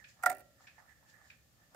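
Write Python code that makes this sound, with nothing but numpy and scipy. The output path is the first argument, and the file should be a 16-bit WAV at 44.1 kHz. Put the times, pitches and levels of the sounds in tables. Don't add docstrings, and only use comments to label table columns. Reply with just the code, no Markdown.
import sys
import numpy as np
from scipy import signal
from scipy.fft import rfft, irfft
from scipy.io import wavfile

SR = 44100
rng = np.random.default_rng(int(sys.argv[2]) if len(sys.argv) > 2 else 0)


def output_pcm(signal):
    pcm = np.clip(np.atleast_2d(signal).T, -1, 1) * 32767
    wavfile.write(sys.argv[1], SR, np.round(pcm).astype(np.int16))


N = 77175

# pitch_hz, balance_db
CASE_BALANCE = [(250, 0.5), (600, -5), (740, -5), (900, -4), (1200, -8), (1410, -3), (1700, -12.5),
                (1950, -15), (2400, -4.5), (3500, -5)]
LEVER_BALANCE = [(1000, -8.5), (2000, -12.5), (3500, 1), (5500, -7), (7000, -6), (8700, -12.5), (11000, -2),
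                 (14000, 2)]
CRACK_DB, CRACK_FADE_S = -11, 0.012


def lever_blows():
    # start_s, snap_db, snap_tilt_db, ring_db, ring_tilt_db
    blows = [(.2258, -53, -1, -48.5, -7), (.2338, -37, 0.5, -28, 3.5), (.2594, -27, -2, -20, 6.5),
             (.2692, -44.5, 3, -32.5, -5), (.2965, -37, 1, -45.5, -1), (.2995, -35, -3.5, -35, -8),
             (.3152, -42.5, -3, -40.5, -11.5), (.3245, -47.5, -5, -49, -9), (.3272, -50.5, 3, -46.5, -9),
             (1.7452, -55.5, -4.5, -47, -17.5)]
    out = np.zeros((2, N))
    for start_s, snap_db, snap_tilt_db, ring_db, ring_tilt_db in blows:
        add(out, start_s, amp(snap_db) * snap(snap_tilt_db))
        add(out, start_s + 0.00072, amp(ring_db) * case_ring(ring_tilt_db))
    return out


def snap(tilt_db):
    # pitch_hz, level_db
    snap_tone = [(20, -69.5), (300, -32), (600, -15), (2000, 4), (3200, -13.5), (5200, -7), (6000, -7),
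                 (6800, -2.5), (7500, 0), (8600, -2), (10200, -7.5), (11700, -8), (12700, -0.5),
                 (15000, -1), (16000, -4)]
    # pitch_hz, level_db, fade_s
    lever_notes = [(2317, -18.5, 0.066), (2690, -24, .1), (3980, -19.5, 0.015), (4946, -19.5, 0.051),
                   (6953, -13, 0.029), (8700, -18, 0.013), (8680, -13.5, 0.035), (8950, -12, .03),
                   (12330, -14, 0.023)]
    t, rise_s = np.arange(SR // 2) / SR, 0.0015
    shape = strike(rise_s, fade_s=0.029, tail_db=-29.5, tail_fade_s=.11)
    shape += amp(CRACK_DB) * strike(rise_s, CRACK_FADE_S)
    ping = np.zeros((2, len(t)))
    for hz, db, fade_s in lever_notes:
        wave = np.sin(2 * np.pi * (hz * t + rng.random((2, 1))))
        ping += pan(read(LEVER_BALANCE, hz)) * amp(db) * strike(rise_s, fade_s) * wave
    return noise(snap_tone, len(t), tilt_db, LEVER_BALANCE) * shape + ping


def case_ring(tilt_db):
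    # pitch_hz, level_db, fade_s
    case_notes = [(275.1, -38, 0.82), (386.4, -35, 0.33), (548, -33.5, 0.92), (595.7, -23, 0.24),
                  (636, -16, 0.13), (730.8, -6, 0.24), (745.5, -12.5, 0.16), (868, -11.5, 0.04),
                  (953.5, -12, 0.053), (1158, -14.5, 0.044), (1329, -30, .05), (1362, -40.5, .7),
                  (1404.4, -2.5, .05), (1383.8, -8.5, 0.18), (1794, -23.5, 0.15), (1910, -45, .6),
                  (1917, -13.5, 0.037)]
    # pitch_hz, rise_s
    rise_times = [(120, .03), (300, 0.0095), (600, 0.0028), (740, .007), (950, .003), (1400, 0.0044),
                  (2000, 0.0039), (5000, .002)]
    # pitch_hz, lead_radians
    left_lead = [(740, -.1), (950, 0), (1180, .9), (1330, .2), (1400, .6), (1750, .5), (1950, 2)]
    # pitch_hz, level_db
    wood_tone = [(20, -59.5), (60, -27.5), (140, -11), (220, -18.5), (300, -13), (480, -13), (600, 7.5),
                 (1000, -15.5), (1400, -3), (1900, 1.5), (2200, -8), (2700, -15), (3200, -13.5),
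                 (8000, -18)]
    # pitch_hz, fade_s
    wood_fades = [(120, 0.99), (300, 0.61), (550, 0.55), (1000, .24), (1900, 0.25), (3000, 0.15),
                  (8000, 0.14)]
    t = np.arange(SR // 2) / SR
    notes = np.zeros((2, len(t)))
    for hz, db, fade_s in case_notes:
        gain = pan(read(CASE_BALANCE, hz)) * amp(db + tilt_db * np.log2(hz / 1000))
        wave = np.sin(2 * np.pi * hz * t + np.array([[1], [0]]) * read(left_lead, hz))
        notes += gain * strike(read(rise_times, hz), fade_s) * wave
    hz, time_s, bands = signal.stft(noise(wood_tone, len(t), balance=CASE_BALANCE), SR, nperseg=512)
    fade = amp(-60 * time_s / read(wood_fades, hz)[:, None])
    swell = np.minimum(time_s / read(rise_times, hz)[:, None], 1)
    _, wood = signal.istft(bands * fade * swell, SR, nperseg=512)
    return notes + amp(-18.5) * wood[:, :len(t)]


def lever_bounces():
    # start_s, level_db
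    bounces = [(.3486, -49.5), (.3670, -52), (.3828, -53), (.3953, -55), (0.4052, -53.5), (.4122, -64)]
    # pitch_hz, level_db
    click_tone = [(20, -50), (300, -18), (500, -3), (2600, -7), (3300, -21), (4500, -1), (5500, -8),
                  (7800, -6), (8600, 1), (9800, 4), (13500, 2.5), (16000, 6.5)]
    rattle_tone = [(1500, -38), (1950, 3), (2150, -30), (2380, 4), (2520, -27), (2680, 2), (2790, -9),
                   (2900, -20), (8000, -37)]
    out, rise_s = np.zeros((2, N)), 0.00043
    click_shape = strike(rise_s, fade_s=0.031) + amp(CRACK_DB) * strike(rise_s, CRACK_FADE_S)
    for start_s, db in bounces:
        click = noise(click_tone, SR // 2, balance=LEVER_BALANCE) * click_shape
        rattle = noise(rattle_tone, SR // 2, balance=CASE_BALANCE) * strike(rise_s=0.0084, fade_s=0.04)
        ring = case_ring(tilt_db=-5.5)
        add(out, start_s, amp(db) * (click + amp(-9.5) * rattle + amp(-6.5) * ring))
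    return out


def turning_hand():
    # pitch_hz, level_db
    brass_tone = [(600, -27.5), (1400, -14.5), (1560, -10), (1750, 8), (1920, -1), (2200, -10.5),
                  (3000, -26.5), (7000, -17.5), (15000, -36.5)]
    case_tone = [(200, -19), (430, -16.5), (600, -6), (780, 1.5), (1020, -6), (1200, 0), (1400, -0.5),
                 (1600, -10.5), (3000, -28), (15000, -50)]
    hiss_tone = [(1000, -18), (2500, 0), (3800, -1), (5200, 3), (6000, -0.5), (7200, 5), (9000, -15.5),
                 (15000, -14)]
    knock_tone = [(200, -29), (500, -18.5), (870, 4), (1300, -8), (1780, -2), (2300, -11.5), (7000, -39),
                  (15000, -55)]
    # time_s, level_db
    brass_levels = [(0, -56.5), (.03, -68), (.12, -67.5), (.15, -79), (.19, -69.5), (.23, -76), (.45, -93),
                    (.56, -80), (.61, -71), (.68, -66.5), (.75, -75), (.79, -60.5), (.85, -78.5),
                    (.9, -60.5), (.96, -70.5), (1.03, -76.5), (1.15, -62.5), (1.21, -67.5), (1.25, -65),
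                    (1.32, -73), (1.42, -81), (1.55, -88), (1.62, -72), (1.75, -82.5)]
    case_levels = [(0, -76.5), (.15, -81.5), (.185, -69), (.22, -64.5), (.3, -79), (.56, -85.5),
                   (.61, -66.5), (.68, -74.5), (.76, -80.5), (.8, -67), (.87, -70.5), (.98, -82),
                   (1.08, -75.5), (1.14, -74), (1.22, -69.5), (1.29, -76.5), (1.42, -86.5), (1.55, -81),
                   (1.63, -74), (1.69, -83), (1.74, -68)]
    hiss_levels = [(0, -78.5), (.07, -74.5), (.09, -63), (.12, -67.5), (.16, -75), (.5, -80.5),
                   (.58, -80.5), (.62, -68), (.7, -76), (.79, -75), (.9, -82), (1.06, -80), (1.1, -65),
                   (1.17, -86), (1.28, -69), (1.38, -81), (1.75, -78)]
    # pitch_hz, balance_db
    balance = [(200, 3), (700, -4.5), (1200, 0.5), (1750, -14.5), (3000, 2.5), (6000, -4.5)]
    # start_s, level_db, tilt_db
    knocks = [(0.779, -58.5, -4.5), (.892, -65.5, 8), (.912, -73.5, 8), (1.025, -67.5, -6.5)]
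    slips_per_s, spread_db = 4400, 2.5
    slipping = rng.random(N) < slips_per_s / SR
    slips = slipping * amp(spread_db * np.minimum(rng.exponential(1, N), 4))
    out = noise(brass_tone, N, balance=balance, drive=slips) * level(brass_levels)
    out += noise(case_tone, N, balance=balance, drive=slips) * level(case_levels)
    out += noise(hiss_tone, N) * level(hiss_levels)
    for start_s, db, tilt_db in knocks:
        knock = noise(knock_tone, SR // 2, tilt_db, balance) * strike(rise_s=0.0013, fade_s=0.17)
        add(out, start_s, amp(db) * knock)
    return out


def ticking():
    # start_s, level_db
    ticks = [(.0390, -55.5), (.6680, -54.5), (1.2976, -55.5)]
    # pitch_hz, level_db
    tick_tone = [(400, -43), (1200, -22.5), (1650, -0.5), (2100, -7.5), (2450, 7), (2800, -7.5),
                 (4200, -14), (5600, -16.5), (8000, -39.5), (15000, -43)]
    # pitch_hz, balance_db
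    balance = [(600, -6), (1700, -9.5), (2500, -2.5), (5000, 3.5)]
    out, t = np.zeros((2, N)), np.arange(SR // 2) / SR
    rise_s, ping_hz = 0.0062, 2454
    shape = strike(rise_s, fade_s=0.029, tail_db=-2, tail_fade_s=.27)
    ping = amp(-15) * strike(rise_s, fade_s=0.26) * np.sin(2 * np.pi * ping_hz * t)
    for start_s, db in ticks:
        tick = noise(tick_tone, len(t), balance=balance) * shape
        add(out, start_s, amp(db) * (tick + ping * pan(read(balance, ping_hz))))
    return out


def room():
    # pitch_hz, level_db
    room_tone = [(20, -34.5), (35, -12), (52, -1.5), (70, 6.5), (90, -2.5), (135, 1), (270, -7), (427, -16),
                 (545, -6.5), (936, -22.5), (1700, -17.5), (2550, -19), (7100, -19), (10400, -23.5),
                 (14400, -19), (16000, -26)]
    hum_hz = 114
    hum = np.sqrt(2) * np.sin(2 * np.pi * hum_hz * np.arange(N) / SR)
    return amp(-69.5) * noise(room_tone, N) * pan(db=0.3) + amp(-81) * hum


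def noise(tone, size, tilt_db=0, balance=None, drive=1):
    # pitch_hz, likeness
    likeness = [(30, 0), (150, .85), (700, 0.47), (1500, 0.035), (2500, 0), (15000, 0.025)]
    hz = np.fft.rfftfreq(size, 1 / SR)
    left, other = rfft(rng.standard_normal((2, size)) * drive)
    alike = read(likeness, hz)
    right = alike * left + np.sqrt(1 - alike ** 2) * other
    gain = amp(read(tone, hz) + tilt_db * np.log2(hz / 1000 + .1))
    sides = pan(read(balance, hz) if balance else 0)
    sound = irfft(np.array([left, right]) * gain * sides, size)
    return sound / np.sqrt(np.mean(sound ** 2) + 1e-20)


def strike(rise_s, fade_s, tail_db=-100, tail_fade_s=.1):
    t = np.arange(SR // 2) / SR
    rise = np.sin(np.pi / 2 * np.minimum(t / rise_s, 1)) ** 2
    falling_s = np.maximum(t - rise_s, 0)
    return rise * (amp(-60 * falling_s / fade_s) + amp(tail_db - 60 * falling_s / tail_fade_s))


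def amp(db):
    return 10 ** (np.asarray(db) / 20)


def pan(db):
    return amp(np.array([[.5], [-.5]]) * db)


def read(table, hz):
    pitches, values = np.transpose(table)
    return np.interp(np.log(hz + 1), np.log(pitches + 1), values)


def level(table):
    return amp(np.interp(np.arange(N) / SR, *np.transpose(table)))


def add(mix, start_s, sound):
    part = mix[:, round(start_s * SR):][:, :sound.shape[1]]
    part += sound[:, :part.shape[1]]


def scene():
    return lever_blows() + lever_bounces() + turning_hand() + ticking() + room()


def record(dry):
    cutoff_hz = 15750
    treble_cut = signal.firwin(255, cutoff_hz, window=("kaiser", 8), fs=SR)
    return signal.oaconvolve(dry, treble_cut[None], "same")


dry = scene()
out = record(dry)
output_pcm(out)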